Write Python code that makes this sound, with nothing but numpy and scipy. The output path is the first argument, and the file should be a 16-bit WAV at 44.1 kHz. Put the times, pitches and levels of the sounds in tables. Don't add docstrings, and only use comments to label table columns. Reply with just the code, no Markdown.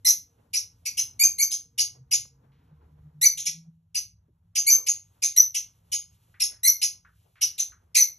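import sys
import numpy as np
from scipy import signal
from scipy.fft import rfft, irfft
from scipy.io import wavfile

SR = 44100
rng = np.random.default_rng(int(sys.argv[2]) if len(sys.argv) > 2 else 0)


def dump(signal):
    limited = np.clip(np.atleast_2d(signal).T, -1, 1)
    pcm = np.round(limited * 32767).astype(np.int16)
    wavfile.write(sys.argv[1], SR, pcm)


N = 360738
HZ = np.fft.rfftfreq(N, 1 / SR)


def from_db(db):
    return 10 ** (np.asarray(db) / 20)


def rms_one(x):
    return x / np.sqrt(np.mean(x ** 2) + 1e-20)


def in_time(rows):
    time_s, *columns = np.transpose(rows)
    return [np.interp(np.arange(N) / SR, time_s, column) for column in columns]


def colour(x, spectrum):
    freq_hz, gain_db = np.transpose(spectrum)
    curve_db = np.interp(np.log(HZ + 1), np.log(freq_hz), gain_db)
    return irfft(rfft(x) * from_db(curve_db), N)


def wobble(rate_hz):
    pole = np.exp(-2 * np.pi * rate_hz / SR)
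    white = rng.standard_normal(N + SR)
    settled = signal.lfilter([1], [1, -2 * pole, pole * pole], white)[SR:]
    return rms_one(settled)


def noise(spectrum, patchy_db):
    coloured = colour(rng.standard_normal(N), spectrum)
    return rms_one(coloured * from_db(patchy_db * wobble(7.7)))


def band_noise(white, edges_hz):
    return signal.sosfilt(signal.butter(2, edges_hz, "band", fs=SR, output="sos"), white)


# freq_hz, relative_density_db
RUMBLE_SPECTRUM = [(12, -48.5), (20, -29.5), (59, -4.5), (108, 0.5), (141, -14), (171, -4.5), (203, -33.5),
                   (230, -23), (300, -56.5), (510, -120)]
# time_s, level_db
RUMBLE_LEVEL = [(0, -65), (.45, -66.5), (.8, -61), (1.25, -59.5), (1.6, -67.5), (2.0, -64), (3.0, -61),
                (3.7, -68), (4.3, -60.5), (4.8, -66), (5.8, -63), (6.4, -63), (7.0, -66), (7.8, -63),
                (8.18, -69.5)]
# freq_hz, relative_density_db
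WASH_SPECTRUM = [(120, -25), (200, -6), (329, -16.5), (461, -13.5), (564, -20.5), (929, -11.5), (1610, -24),
                 (3430, -42), (5000, -39.5), (6500, -75), (11000, -120)]
# time_s, level_db
WASH_LEVEL = [(0.0, -79), (1.23, -73), (1.48, -82), (2.8, -70.5), (3.8, -87.5), (4.6, -82), (4.74, -75.5),
              (5.49, -79.5), (6.49, -75), (7.34, -82), (7.61, -75), (8.18, -81)]


def street():
    (rumble_db,), (wash_db,) = in_time(RUMBLE_LEVEL), in_time(WASH_LEVEL)
    rumble = from_db(rumble_db) * noise(RUMBLE_SPECTRUM, patchy_db=1.5)
    wash = from_db(wash_db) * noise(WASH_SPECTRUM, patchy_db=3.)
    return rumble + wash


# freq_hz, relative_density_db
OWN_SPECTRUM = [(150, -42), (300, -6.5), (700, -5.5), (1400, -18.5), (3400, -27), (5000, -46)]
OWN_RE_WASH_DB = -1.5


def own_noise():
    (wash_db,) = in_time(WASH_LEVEL)
    pair = np.array([noise(OWN_SPECTRUM, patchy_db=9.0) for side in "LR"])
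    return from_db(wash_db + OWN_RE_WASH_DB) * pair


# freq_hz, relative_density_db
HISS_SPECTRUM = [(1500, -19.5), (3000, -5), (5000, -10.5), (8000, -6), (10500, -7), (11300, -2),
                 (12000, -8.5), (15000, -16)]
# time_s, level_db
HISS_LEVEL = [(0, -80), (1.2, -78.5), (1.8, -89), (4.5, -91.5), (5.1, -72.5), (6.3, -73.5), (6.7, -97),
              (7.25, -72.5), (7.5, -84.5), (8.18, -83)]


def hiss():
    (level_db,) = in_time(HISS_LEVEL)
    return from_db(level_db) * noise(HISS_SPECTRUM, patchy_db=2.0)


# time_s, firing_hz, level_db (mean, about which the level wobbles)
ENGINE_RUN = [(1.6, 117, -89), (1.78, 124.7, -57), (2.05, 130, -64), (2.5, 135, -64), (2.7, 150, -66.5),
              (3.22, 149.7, -56.5), (3.4, 155.7, -72.5), (3.48, 163, -60), (3.78, 163.4, -59.5),
              (4.1, 158.5, -79)]
HALF_DB, HALF_MIDDLE_S, HALF_WIDTH_S = -57, 2.9, .2


def engine():
    firing_hz, level_db = in_time(ENGINE_RUN)
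    t = np.arange(N) / SR
    start_s, end_s = ENGINE_RUN[0][0], ENGINE_RUN[-1][0]
    fade = np.clip(np.minimum(t - start_s, end_s - t) / .15, 0, 1)
    phase = 2 * np.pi * np.cumsum(firing_hz * (1 + 0.0021 * wobble(19))) / SR
    firing = from_db(level_db + 5.8 * wobble(9)) * np.sin(phase)
    swell = np.exp(-((t - HALF_MIDDLE_S) / HALF_WIDTH_S) ** 2)
    half = from_db(HALF_DB) * swell * np.sin(phase / 2)
    return np.sqrt(2) * fade * (firing + half)


# freq_hz, relative_density_db
DRONE_SPECTRUM = [(150, -30.5), (210, 2.5), (300, 1.5), (400, -29.5)]
DRONE_DB = -76.5
HUM_HZ, HUM_WOBBLE_HZ, HUM_DB = 466, 17, -78
HUM_END_S = 3.3


def hum():
    t = np.arange(N) / SR
    on = np.clip((HUM_END_S - t) / .05, 0, 1)
    tone = from_db(HUM_DB) * wobble(HUM_WOBBLE_HZ) * np.sin(2 * np.pi * HUM_HZ * t)
    drone = from_db(DRONE_DB) * noise(DRONE_SPECTRUM, patchy_db=2.5)
    return on * (tone + drone)


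# start_s, level_db (before decay), centre_hz, width_hz, t60_s
NOISE_BURSTS = [(2.253, -51.5, 652, 495, 0.021), (2.519, -75.5, 1800, 2556, 1.28),
                (2.71, -62.5, 502, 497, 0.045), (2.827, -64, 303, 388, 0.066), (3.08, -81, 496, 593, 0.043),
                (4.28, -68, 280, 202, 0.17), (4.92, -65.5, 610, 500, 0.16), (4.773, -50.5, 470, 123, 0.27),
                (4.773, -56, 1094, 237, 0.37), (6.342, -57.5, 1677, 925, 0.25),
                (6.518, -61, 1650, 924, 0.29), (7.049, -54, 1440, 593, 0.23),
                (7.356, -60.5, 1700, 1524, 0.76), (7.721, -58, 1440, 600, 0.25)]


def taps_and_wash():
    out, white = np.zeros(N), rng.standard_normal(N)
    for start_s, level_db, centre_hz, width_hz, t60_s in NOISE_BURSTS:
        i = round(start_s * SR)
        t = np.arange(min(N - i, round(t60_s * SR))) / SR
        middle_hz = np.sqrt(centre_hz ** 2 + width_hz ** 2 / 4)
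        edges_hz = middle_hz + np.array([-.5, .5]) * width_hz
        band = band_noise(white[i:i + len(t)], edges_hz)
        out[i:i + len(t)] += rms_one(band) * from_db(level_db - 60 * t / t60_s)
    return out


# freq_hz, t60_s
ROOM_DECAY = [(1500, 0.23), (3000, 0.22), (6200, 0.21), (9000, 0.09), (13000, 0.22)]
REFLECTION_RAMP_S = 0.0042


def room(x):
    t = np.arange(SR // 2) / SR
    edges_hz, tail = 900 * 2 ** np.arange(0, 4.3, .5), 0
    freq_hz, t60_s = np.transpose(ROOM_DECAY)
    for low_hz, high_hz in zip(edges_hz, edges_hz[1:]):
        band = band_noise(rng.standard_normal(len(t)), [low_hz, high_hz])
        band_t60_s = np.interp(np.sqrt(low_hz * high_hz), freq_hz, t60_s)
        tail = tail + band * from_db(-60 * t / band_t60_s)
    tail = tail * np.clip(t / REFLECTION_RAMP_S, 0, 1)
    return signal.fftconvolve(x, tail / np.sqrt(np.sum(tail ** 2)))[:N]


# freq_hz, left_lead_rad
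STEREO_PHASE = [(0, 0), (250, -.1), (770, -1.9), (1110, -1.6), (1630, 0), (2400, .5), (3800, .6),
                (4470, 1.5), (5160, 4.9), (5510, 6.0), (8610, 9.3), (9300, 9.5), (12400, 12.6),
                (13800, 12.6), (14800, 15.7)]


def stereo(x):
    freq_hz, lead_rad = np.transpose(STEREO_PHASE)
    turn = np.exp(.5j * np.interp(HZ, freq_hz, lead_rad))
    left = irfft(rfft(x) * turn, N)
    right = irfft(rfft(x) / turn, N)
    return np.array([left, right])


def overtones(slope_db, rough):
    return [(k + 1, from_db(slope_db * k)) for k in range(7)]


UNDERTONE_GAINS = (-33, -12, -5.5, -1)


def whistle(octave_db, rough):
    thirds = [(k / 3, rough ** 2 * from_db(db)) for k, db in zip((1, 2, 4, 5), UNDERTONE_GAINS)]
    return [(1, 0.56), (2, from_db(octave_db))] + thirds


# freq_hz, relative_density_db
AIR_SPECTRUM = [(1500, -32), (2100, 12), (3500, 16.5), (6000, -3), (9000, -6.5), (12000, -18)]
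BREATH_DB = -1.5


def notes(table, partials, rise_s, fall_s, swell_db, bend, scoop, crack, waver, flutter_db):
    out, shake, flutter = np.zeros(N), wobble(510), wobble(680)
    air = noise(AIR_SPECTRUM, patchy_db=6.6)
    for start_s, length_s, start_hz, end_hz, level_db, rough, shape_db in table:
        at = slice(round(start_s * SR), round((start_s + length_s) * SR))
        t = np.arange(at.stop - at.start) / SR
        rough = np.clip(rough, 0, 1)
        unsteady = rough ** 1.5 + crack * np.exp(-t / .002)
        glide_hz = start_hz + (end_hz - start_hz) * (t / length_s) ** bend
        glide_hz = glide_hz * (1 - scoop * np.exp(-t / 0.002))
        phase = 2 * np.pi * np.cumsum(glide_hz * (1 + waver * unsteady * shake[at])) / SR
        tone = sum(gain * np.sin(k * phase) * (k * glide_hz < .42 * SR)
                   for k, gain in partials(shape_db, rough))
        envelope = np.minimum(t / rise_s, 1) * np.minimum((length_s - t) / fall_s, 1)
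        effort_db = level_db + swell_db * (t / length_s - 1)
        effort_db = effort_db + flutter_db * np.sqrt(rough) * np.tanh(flutter[at])
        breath = from_db(BREATH_DB) * rough ** 3 * air[at]
        out[at] += from_db(effort_db) * envelope * (tone + breath)
    return out


# start_s, buzz_hz, buzz_db,
# break_hz, break_db, whistle_delay_s, whistle_length_s, whistle_start_hz, whistle_db, whistle_rough (0-1)
CHIP_CALLS = [(0.531, 3085, -34, 5330, -21.5, 0.023, 0.035, 5860, -29, .4),
              (0.852, 3048, -36, 5460, -40, 0.015, 0.016, 5840, -29.5, 0.26),
              (0.969, 3300, -32, 5380, -23.5, 0.021, 0.016, 6015, -20.5, 0.33),
              (1.506, 4000, -35.5, 5200, -27.5, .016, .03, 6186, -28.5, 0.29),
              (1.777, 3268, -29.5, 5005, -19, 0.024, 0.017, 6240, -20, 0.39),
              (2.109, 3390, -30, 5320, -19.5, 0.024, 0.018, 6437, -21.5, 0.41),
              (3.371, 3650, -36.5, 6567, -36.5, 0.014, 0.033, 6010, -35.5, 0.41),
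              (3.451, 3725, -35.5, 5220, -32.5, 0.012, 0.021, 6076, -28, 0.51),
              (3.944, 3009, -35.5, 4900, -23.5, .017, 0.026, 5960, -27, 0.38),
              (4.551, 3286, -29.5, 4990, -23, 0.025, 0.02, 6160, -21, 0.25),
              (4.863, 3340, -31.5, 5060, -28, 0.02, 0.022, 6414, -21, 0.31),
              (5.219, 2930, -32, 5150, -25.5, 0.013, 0.03, 6250, -23, 0.38),
              (5.542, 3415, -31.5, 5420, -55, 0.017, 0.027, 6000, -29, .3),
              (5.916, 3140, -31, 5246, -22.5, .022, 0.02, 6316, -24.5, 0.34),
              (6.398, 3040, -30.5, 5200, -19, 0.032, 0.022, 6255, -29.5, 0.45),
              (6.813, 3413, -30, 5290, -19.5, .023, 0.016, 6095, -20, 0.39),
              (7.409, 3367, -31, 5190, -30, .016, 0.018, 5870, -20.5, 0.38),
              (7.578, 3823, -33.5, 5180, -39, .015, 0.02, 6076, -23.5, 0.39),
              (7.945, 2796, -24.5, 5400, -33.5, 0.015, 0.037, 6150, -20, 0.18)]
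BUZZ_S, BUZZ_FALL, BUZZ_SLOPE_DB = .014, .85, 0.88
BREAK_AT, BREAK_S, BREAK_OCTAVE_DB = .62, 0.011, -3
CHIP_RISE, CHIP_OCTAVE_DB = 1.035, -12.5
BUZZ_ROUGH, BREAK_ROUGH = .72, .36


def chips():
    low, high = [], []
    for (start_s, buzz_hz, buzz_db, break_hz, break_db,
         delay_s, length_s, whistle_hz, whistle_db, rough) in CHIP_CALLS:
        low.append((start_s, BUZZ_S, buzz_hz, BUZZ_FALL * buzz_hz, buzz_db, BUZZ_ROUGH, BUZZ_SLOPE_DB))
        break_s = start_s + BREAK_AT * delay_s
        high.append((break_s, BREAK_S, break_hz, break_hz, break_db, BREAK_ROUGH, BREAK_OCTAVE_DB))
        high.append((start_s + delay_s, length_s, whistle_hz, CHIP_RISE * whistle_hz,
                     whistle_db, rough, CHIP_OCTAVE_DB))
    return low, high


# start_s, sweep_length_s, sweep_start_hz, sweep_end_hz, sweep_db,
# whistle_length_s, whistle_start_hz, whistle_end_hz, whistle_db, whistle_rough (0-1), octave_db
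CHIRP_CALLS = [(.047, .011, 1911, 2113, -30.5, .058, 5480, 6286, -21.5, 0.4, -4),
               (1.192, .04, 2222, 2466, -29.5, 0.016, 6122, 6465, -10.5, 0.2, -7),
               (1.382, .033, 2064, 2349, -34, 0.037, 6035, 6374, -21.5, .15, -5),
               (3.212, 0.039, 1820, 2358, -30.5, .013, 6130, 6016, -10, 0.05, -9.5),
               (4.663, .031, 2129, 2385, -29, 0.057, 6002, 6300, -18.5, .14, -4.5),
               (5.362, 0.0075, 1864, 2154, -27.5, .043, 5654, 6123, -16, 0.05, -7.5),
               (6.631, .039, 1933, 2208, -32, 0.026, 5630, 6160, -17.5, 0.16, -1),
               (7.957, .036, 1802, 2259, -33, 0.04, 5883, 6030, -21, 0.17, -6)]
SWEEP_SLOPE_DB, SWEEP_ROUGH = 2.76, .07
FLIP_S = .003
SCRAPE_S, SCRAPE_HZ, SCRAPE_RE_SWEEP_DB = 0.006, 3370, -7


def chirps():
    scrape, low, high = [], [], []
    for (start_s, sweep_s, sweep_hz0, sweep_hz1, sweep_db,
         length_s, whistle_hz0, whistle_hz1, whistle_db, rough, octave_db) in CHIRP_CALLS:
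        scrape.append((start_s, SCRAPE_S, SCRAPE_HZ, BUZZ_FALL * SCRAPE_HZ,
                       sweep_db + SCRAPE_RE_SWEEP_DB, BUZZ_ROUGH, BUZZ_SLOPE_DB))
        low.append((start_s, sweep_s, sweep_hz0, sweep_hz1, sweep_db, SWEEP_ROUGH, SWEEP_SLOPE_DB))
        high.append((start_s + sweep_s + FLIP_S, length_s, whistle_hz0, whistle_hz1,
                     whistle_db, rough, octave_db))
    return scrape, low, high


# freq_hz, gain_db
TRACT_RESPONSE = [(700, -36), (1200, -16.5), (1750, -10.5), (2100, 0), (3200, -4), (4500, 5), (6200, 1),
                  (7600, 0.5), (9000, 2.5), (11000, 1), (12700, -13.5), (13600, -31.5), (15000, -34)]


def parrot():
    buzzes, chip_tops = chips()
    scrapes, sweeps, chirp_tops = chirps()
    buzz = notes(buzzes + scrapes, overtones, rise_s=.0055, fall_s=.0025, swell_db=8.0,
                 bend=0.56, scoop=.14, crack=0.52, waver=.16, flutter_db=6.)
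    sweep = notes(sweeps, overtones, rise_s=.006, fall_s=.004, swell_db=7.0,
                  bend=.9, scoop=.11, crack=0.2, waver=.16, flutter_db=6.)
    high = notes(chip_tops + chirp_tops, whistle, rise_s=.0035, fall_s=0.011, swell_db=-7.5,
                 bend=.45, scoop=0.018, crack=0.097, waver=0.18, flutter_db=7.0)
    return colour(buzz + sweep + high, TRACT_RESPONSE)


ROOM_DB, APART_DB = 3, -22


def scene():
    bird = parrot()
    behind = street() + hiss() + engine() + hum() + taps_and_wash()
    common = bird + from_db(ROOM_DB) * room(bird) + behind
    apart = from_db(APART_DB) * room(bird) * [[1], [-1]]
    return stereo(common) + own_noise() + apart


CUTOFF_HZ = 15700


def record(dry):
    return signal.sosfilt(signal.cheby2(12, 70, CUTOFF_HZ, fs=SR, output="sos"), dry)


dry = scene()
out = record(dry)
dump(out)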